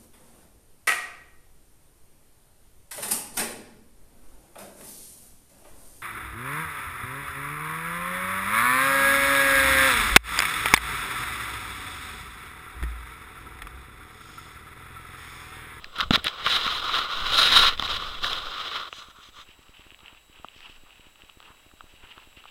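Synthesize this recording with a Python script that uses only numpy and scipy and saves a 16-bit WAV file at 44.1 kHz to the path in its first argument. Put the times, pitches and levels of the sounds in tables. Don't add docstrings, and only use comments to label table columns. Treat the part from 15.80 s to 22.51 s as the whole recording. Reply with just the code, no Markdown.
import sys
import numpy as np
from scipy import signal
from scipy.fft import rfft, irfft
from scipy.io import wavfile
from scipy.ndimage import uniform_filter1d

SR = 44100
rng = np.random.default_rng(int(sys.argv[2]) if len(sys.argv) > 2 else 0)


def wav_out(sig):
    wavfile.write(sys.argv[1], SR, np.round(np.clip(np.atleast_2d(sig).T, -1, 1) * 32767).astype(np.int16))


def amplitude_ratio(level_db):
    exponent = np.asarray(level_db, float) / 20
    return 10 ** exponent


N = 295766
TIME = np.arange(N) / SR


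def level(x):
    return x / np.sqrt(np.mean(x ** 2))


def ring(x, modes):
    out = 0
    for hz, width, db in modes:
        b, a = signal.iirpeak(hz, hz / (1.36 * width), fs=SR)
        once = signal.lfilter(b, a, x)
        out = out + amplitude_ratio(db) * signal.lfilter(b, a, once)
    return out


def colour(x, points):
    hz, db = np.transpose(points)
    grid = np.maximum(np.fft.rfftfreq(4096, 1 / SR), 1)
    log_gain = np.interp(np.log(grid), np.log(hz), db) * np.log(10) / 20
    cep = irfft(log_gain)
    cep[1:2048] *= 2
    cep[2049:] = 0
    response = irfft(np.exp(rfft(cep)))
    return signal.fftconvolve(x, response)[:len(x)]


def walk(rate):
    hold = int(SR / rate)
    steps = np.repeat(rng.standard_normal(N // hold + 1), hold)
    return 0.99 * uniform_filter1d(steps, hold)[:N]


def grains(rate, spread_db, patchy_db, smooth_db):
    chance = rng.random((3, N))
    size_db = np.minimum(-spread_db * np.log(chance[1] + 1e-9), 13)
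    size = amplitude_ratio(size_db) * np.sign(chance[2] - .5)
    breaks = level((chance[0] < rate / SR) * size)
    patches = amplitude_ratio(patchy_db * (walk(50) + walk(160)))
    return level(patches * (breaks + amplitude_ratio(smooth_db) * rng.standard_normal(N)))


def hits(table, voices, burst_s):
    size = 2048
    out = np.zeros(N + size)
    t = np.arange(size) / SR
    for s, *dbs in table:
        burst = rng.standard_normal(size) * t * np.exp(-2 * t / burst_s)
        start = int(s * SR)
        for column, voice, trim_db in voices:
            y = voice(burst)
            out[start:start + size] += amplitude_ratio(dbs[column] + trim_db) * y / np.abs(y).max()
    return out[:N]


def strokes(table, rise_db_per_s, fall_db_per_s):
    t = TIME[::64]
    s, length, start_db, end_db, tint_db = np.array(table, float).T[:, :, None]
    along = np.clip((t - s) / np.maximum(length, 1e-3), 0, 1)
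    db = start_db + (end_db - start_db) * along
    db = db - rise_db_per_s * np.maximum(s - t, 0) - fall_db_per_s * np.maximum(t - s - length, 0)
    power = amplitude_ratio(db) ** 2 + 1e-14
    total = power.sum(axis=0)
    tint = (power * tint_db).sum(axis=0) / total
    return np.interp(TIME, t, 10 * np.log10(total)), np.interp(TIME, t, tint)


# frequency in Hz, level in dB per Hz.
HISS = [(24, -30), (40, -5), (154, -14), (627, -11.5), (2140, -14), (2810, -10.5), (3520, -19), (3990, -18),
        (5260, -22.5), (7100, -23.5), (7650, -16.5), (8240, -22.5), (15800, -24)]
# multiple of the whine frequency, level in dB rms.
WHINE = [(1, -69.5), (2, -70.5), (4, -83)]
WRITES = [0.07, 4.067, 4.123, 4.233, 4.329, 4.499, 4.599, 4.764, 4.898, 5.037, 5.197, 5.269, 5.437, 5.573,
          5.705, 5.866, 5.939, 6.042, 6.14, 6.24, 6.377, 6.474, 6.574]


def camera():
    hiss_db = -60.5 + .5 * walk(3.3)
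    out = amplitude_ratio(hiss_db) * level(colour(rng.standard_normal(N), HISS))
    whine_hz, frame_hz = 3867.2, 29.355
    frame_time = TIME % (1 / frame_hz)
    for multiple, db in WHINE:
        out += np.sqrt(2) * amplitude_ratio(db) * np.sin(2 * np.pi * multiple * whine_hz * frame_time)
    first_write_s, write_every_s = 3.185, .1013
    s = np.append(first_write_s + write_every_s * np.arange(9), WRITES)
    side, size, depth = rng.random((len(s), 3)).T
    db = -42.5 + 1.6 * (2 * depth - 1)
    twin_s = s + .003 * np.sign(side - .6)
    writes = np.zeros(N)
    writes[(s * SR).astype(int)] = amplitude_ratio(db)
    writes[(twin_s * SR).astype(int)] = amplitude_ratio(db) * (0.21 + 0.3 * size)
    t = np.arange(-600, 601) / SR
    dip = 0.85 * np.exp(-(t / 0.00064) ** 4) + 0.21 * np.exp(-(t / 0.002) ** 2)
    dip -= 0.14 * np.exp(-((t - .008) / 0.0055) ** 2)
    return out - signal.fftconvolve(writes, dip, "same")


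# start in seconds, length in seconds,
# start level in dB, end level in dB, flutter in dB relative to the swing.
SWINGS = [(0, 0.16, -39.5, -54, -16), (.25, 0.225, -40.5, -53.5, 3.5), (.5, 0.27, -55, -55, -5),
          (.78, .5, -41.5, -48, -5.5), (1.43, 0.067, -27.5, -32.5, -16.5), (1.5, 0.19, -34, -39.5, -9.5),
          (1.75, 0.41, -31.5, -37, -9.5), (2.1, 0.35, -39, -33.5, -12), (.655, 0.018, -51, -43, 3),
          (2.12, .07, -42, -39, 5), (2.58, 0.086, -36, -40, -21), (2.78, 4.1, -59.5, -63, -7),
          (4.93, .15, -51, -59.5, -15), (6.0, 0.23, -59, -54.5, -9.5)]


def buffet():
    swing_db, flutter_db = strokes(SWINGS, rise_db_per_s=151.5, fall_db_per_s=151.5)
    swing_outline = [(2, -21.0), (9, 11.5), (22, -5.5), (45, -23.0), (150, -59)]  # (Hz, dB)
    flutter_outline = [(20, -25.0), (45, 3.0), (100, -8.0), (200, -21.5), (500, -54)]
    swing = level(colour(rng.standard_normal(N), swing_outline))
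    flutter = level(colour(rng.standard_normal(N), flutter_outline))
    return amplitude_ratio(swing_db) * (swing + amplitude_ratio(flutter_db - 3.5) * flutter)


# start in seconds, length in seconds, start level in dB,
# end level in dB, fine ice in dB relative to the crunch.
STEPS = [(3.685, 0.062, -55, -58, -2.5), (3.8, 0.1, -61, -62.5, 6), (3.96, 0.17, -55, -61.5, -4),
         (4.25, 0.15, -52.5, -60, -16), (4.52, 0.091, -59.5, -57, -6.5), (4.66, .1, -58, -60.5, -2.5),
         (4.795, 0.031, -57, -54, 19), (4.83, .045, -48.5, -49, -6.5), (4.89, 0.078, -52, -54.5, 3),
         (5.08, 0.21, -55, -58.5, -5), (5.4, 0.11, -58, -58, 0), (5.635, 0.042, -58, -53, -8),
         (5.7, 0.2, -57.5, -64.5, -4), (5.97, 0.026, -63, -60.5, -1), (6.05, 0.12, -63, -65, 0),
         (6.23, 0.079, -53.5, -51.5, -12.5), (6.34, .05, -56.5, -58, -8.5), (6.42, 0.093, -57, -63.5, -4),
         (6.58, 0.14, -52.5, -59, -6.5)]
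# time in seconds, peak in dB, body in dB.
CRACKS = [(3.1275, -23, -23.5), (3.7144, -42, -49), (4.0397, -40, -65), (4.0683, -51, -45.5),
          (4.1052, -33.5, -54), (4.1169, -38, -44.5), (4.1456, -33.5, -51), (4.1905, -38.5, -44),
          (4.2049, -41, -46), (4.2445, -44, -52), (4.2597, -32.5, -50), (4.2811, -32.5, -55),
          (4.3481, -41, -42), (4.5892, -40, -48), (4.6455, -37, -22.5), (4.6852, -31, -51),
          (4.8058, -31, -45), (5.0942, -43, -48), (5.1066, -39.5, -48), (5.4199, -36, -53),
          (5.4935, -48, -41), (5.4977, -33.5, -48), (5.6028, -32, -35), (5.6268, -36, -45.5),
          (5.9141, -49, -41.5), (6.0075, -35.5, -28), (6.3238, -33.5, -50), (6.3797, -37, -34.5),
          (6.6393, -42, -37), (6.655, -46, -32)]
# frequency in Hz, width in Hz, level in dB.
CRUST = [(2160, 1070, 12.5), (2770, 675, 21.5), (3186, 350, -3)]
CRUST_BODY = [(465, 840, 1.5), (951, 450, 5), (1180, 430, 0)]
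CRUST_FINE = [(3830, 170, -10), (5000, 1600, -6.5)]
CRUST_KNOCK = [(930, 460, -3.5), (1214, 295, 3)]


def boots():
    crunch_db, fine_db = strokes(STEPS, rise_db_per_s=247.5, fall_db_per_s=350)
    body_db = -5 - 0.17 * np.maximum(crunch_db + 63.5, -15)
    crumble = grains(rate=2000.0, spread_db=3.0, patchy_db=2.85, smooth_db=4.0)
    crackle = grains(rate=54.0, spread_db=1.5, patchy_db=1., smooth_db=-25.0)
    crumble = crumble + amplitude_ratio(-15) * crackle
    elsewhere = np.roll(crumble, N // 3)
    crunch = level(ring(crumble, CRUST))
    crunch += amplitude_ratio(body_db + 2.5 * walk(18)) * level(ring(elsewhere, CRUST_BODY))
    fine = amplitude_ratio(crunch_db + fine_db - 17.0) * level(ring(crumble, CRUST_FINE))

    ticks = grains(rate=35., spread_db=3.5, patchy_db=1., smooth_db=-40.)
    settling = level(ring(ticks, CRUST)) + 0.41 * level(ring(ticks, CRUST_KNOCK))
    settling *= amplitude_ratio(-68) * (TIME > STEPS[0][0])

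    voices = [(0, lambda b: ring(b, CRUST), 2.5),  # (column, voice, trim dB)
              (1, lambda b: ring(b, CRUST_KNOCK), -1.5),
              (0, lambda b: ring(b, CRUST_FINE), -36)]
    cracks = hits(CRACKS, voices, burst_s=0.00027)
    far = signal.butter(3, 3620, fs=SR, output="sos")
    return signal.sosfilt(far, settling + crunch * amplitude_ratio(crunch_db + 1.5) + cracks) + fine


# frequency in Hz, level in dB per Hz.
CASE_LOW = [(600, -44), (900, -17.5), (1050, -4.5), (1200, 1), (1400, -0.5), (1500, -5), (1650, -15),
            (2500, -63.5)]
CASE_HIGH = [(1100, -48.5), (1650, -1), (2000, -0.5), (2500, -3.5), (2950, 1.5), (3400, 5), (3900, 0),
             (4150, -4.5), (4450, -18.5), (4900, -8.5), (5700, -19.5), (6700, -24.5), (9000, -34.5)]
TREBLE = [(5000, -47), (6500, 3), (7500, -7), (9200, 13.5), (11200, 8), (15800, -6.5)]
BASS = [(35, -7), (70, 2), (180, -2.5), (330, 1.5), (500, 6.5), (850, 1), (1100, -21), (2200, -74)]
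# frequency in Hz, width in Hz, level in dB.
GRIPPED = [(1350, 170, 2.5), (3760, 424, 0.5)]


def case(drag, high_db, low_db, treble_db, bass_db):
    sound = level(colour(drag, CASE_HIGH))
    sound += amplitude_ratio(low_db) * level(colour(drag, CASE_LOW))
    sound += amplitude_ratio(treble_db) * level(colour(drag, TREBLE))
    sound += amplitude_ratio(bass_db) * level(colour(drag, BASS))
    grip_db = np.minimum(0.46 * (high_db + 16.5), 0.1)
    sound += amplitude_ratio(grip_db) * level(ring(drag, GRIPPED))
    return sound * amplitude_ratio(high_db)


# start in seconds, length in seconds, upper ring in dB,
# lower ring in dB relative to the upper, bass in dB relative to the upper.
SWIPES = [
    (0.19, 0.029, -24.5, 1, -32),
    (0.219, 0.019, -40.5, 10, -10),
    (0.313, 0.0078, -20, -7, -19),
    (0.324, 0.041, -20, -6, -12.5),
    (0.448, 0.039, -24.5, -10, -10),
    (0.475, 0.0097, -30, -2, -23),
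]


def swipes():
    controls, gate = np.zeros((4, N)), np.zeros(N)
    treble_db = -27
    for s, length, high_db, low_db, bass_db in SWIPES:
        part = (TIME > s - .004) & (TIME < s + length + .004)
        controls[:, part] = np.array([high_db, low_db, treble_db, bass_db])[:, None]
        swell = np.clip((TIME - s + 0.005) / 0.027, 0, 1)
        stop = np.clip((s + length + 0.0036 - TIME) / 0.008, 0, 1)
        gate += swell * stop
    drag = grains(rate=1400.0, spread_db=4.5, patchy_db=2.5, smooth_db=-3.0)
    return gate * case(drag, *controls)


# time in seconds, peak in dB, lower ring in dB.
SLIPS = [(0.0431, -21.5, -52), (0.1617, -24, -38), (0.1877, -26, -16), (0.1986, -27, -11),
         (0.2054, -8, -29), (0.2265, -34, -22), (0.3076, -4.5, -9), (0.3365, -5, -14), (0.347, -11, -32),
         (0.3569, -1, -14), (.3752, -40, -30), (0.4461, -14, -45), (0.4643, -21, -19.5),
         (0.4684, -6.5, -17), (0.4797, -13, -32), (0.6634, -7.5, -11.5), (0.6698, -29, -9.5),
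         (0.8643, -12, -16), (0.8768, -11, -12.5), (1.0932, -28, -16), (1.1415, -11, -14),
         (1.1712, -17.5, -16), (1.8501, -16, -8), (1.9766, -22, -36), (1.9955, -10, -17),
         (2.0234, -13, -17.5), (2.0771, -16, -40), (2.1624, -23, -33), (2.2215, -18, -19),
         (2.4437, -10, -21), (2.5307, -13.5, -34)]


def slips():
    voices = [(0, lambda b: colour(b, CASE_HIGH), -2.5),  # (column, voice, trim dB)
              (1, lambda b: colour(b, CASE_LOW), -3.0),
              (0, lambda b: colour(b, TREBLE), -34.5)]
    return hits(SLIPS, voices, burst_s=0.0013)


def thump(burst):
    t = np.arange(len(burst)) / SR
    return np.sin(2 * np.pi * 230 * t) * np.exp(-t / .003)


# time in seconds, thump in dB, hollow body in dB.
KNOCKS = [(.2265, -36.5, -40), (.3076, -4.5, -15.5), (.3365, -18.5, -30), (.347, -36, -32),
          (.3752, -24.5, -30), (.46, -40, -25.5), (.6634, -27.5, -22.5), (.8643, -29, -31),
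          (1.836, -32, -21), (1.9955, -31, -26), (2.0234, -31, -30), (3.1275, -50, -35),
          (4.6455, -39.5, -42)]


def knocks():
    voices = [(0, thump, -0.28), (1, lambda b: colour(b, BASS), -0.083)]
    return hits(KNOCKS, voices, burst_s=0.0017)


# start in seconds, length in seconds, start level in dB,
# end level in dB, lower ring in dB relative to the upper.
DRAGS = [(0.0, .29, -52.5, -52.5, 1), (.162, 0.074, -40.5, -36.5, 2), (.37, 0.031, -42, -41.5, -1),
         (.43, 0.065, -45, -35, -6), (.5, 0.19, -42.5, -38, 3.5), (.66, .11, -26.5, -22, -6),
         (.79, 0.21, -28.5, -30.5, -1), (1.02, 0.17, -35, -28, 3), (1.19, 0.11, -31.5, -38, 1),
         (1.31, 0.205, -32, -33.5, 0.5), (1.47, 0.087, -32.5, -22, -4.5), (1.58, 0.17, -18, -23, -7.5),
         (1.73, 0.047, -18.5, -14.5, -3.5), (1.79, 0.098, -18.5, -20, -2.5),
         (1.905, 0.043, -32.5, -39.5, 0.5), (1.99, 0.073, -39.5, -27, -4), (2.1, 0.072, -28.5, -30.5, -2.5),
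         (2.2, .19, -36, -39, -1.5), (2.44, 0.17, -26.5, -37, -3.5), (2.62, 0.35, -39, -33, -0.5),
         (2.96, .12, -34.5, -42.5, 0)]
BRUSHES = [
    (3.133, 0.071, -45, -41.5, -7),
    (3.224, 0.028, -44, -52.5, 1.5),
    (3.267, 0.047, -53, -50.5, 0.5),
    (3.363, 0.058, -55.5, -58.5, 3.5),
    (3.432, 0.059, -49.5, -50, -5),
    (3.553, 0.067, -49.5, -45.5, -1),
]
# frequency in Hz, width in Hz, level in dB.
PALM = [(1825, 620, 0)]
# frequency in Hz, width in Hz, level in dB.
NYLON = [(4950, 440, 0), (5700, 980, -3.8)]


def glove():
    db, low_db = strokes(DRAGS + BRUSHES, rise_db_per_s=504, fall_db_per_s=806)
    light = TIME > BRUSHES[0][0] - .04
    treble_db = np.where(light, -21.5, -27) + 0.27 * (db + 31.5)
    bass_db = np.where(light, -25, -15.5) - 0.34 * np.maximum(db + 28.5, -25) + 0.15 * low_db
    drag = grains(rate=2500., spread_db=2.0, patchy_db=1.3, smooth_db=1.5)
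    # 2.5 dB, 12 times a second
    low, treble, bass, palm = (2.5 * walk(12) for _ in range(4))
    rub = case(drag, db, low_db + low / 2, treble_db + treble, bass_db + bass / 2)
    rub += amplitude_ratio(db - 15 + 2 * palm) * level(ring(drag, PALM))
    rub += light * amplitude_ratio(db - 13 - low_db / 2) * level(ring(drag, NYLON))
    return rub + swipes() + slips() + knocks()


def scene():
    return (camera() + buffet() + boots() + glove())[None]


def band_limit(x):
    return signal.sosfilt(signal.butter(12, 16230, fs=SR, output="sos"), x)


def record(dry):
    overload = np.tanh(1.089 * dry) / 1.124
    cut = signal.ellip(10, .1, 80, 15850, fs=SR, output="sos")
    return band_limit(signal.sosfilt(cut, overload))


dry = scene()
out = record(dry)
wav_out(out)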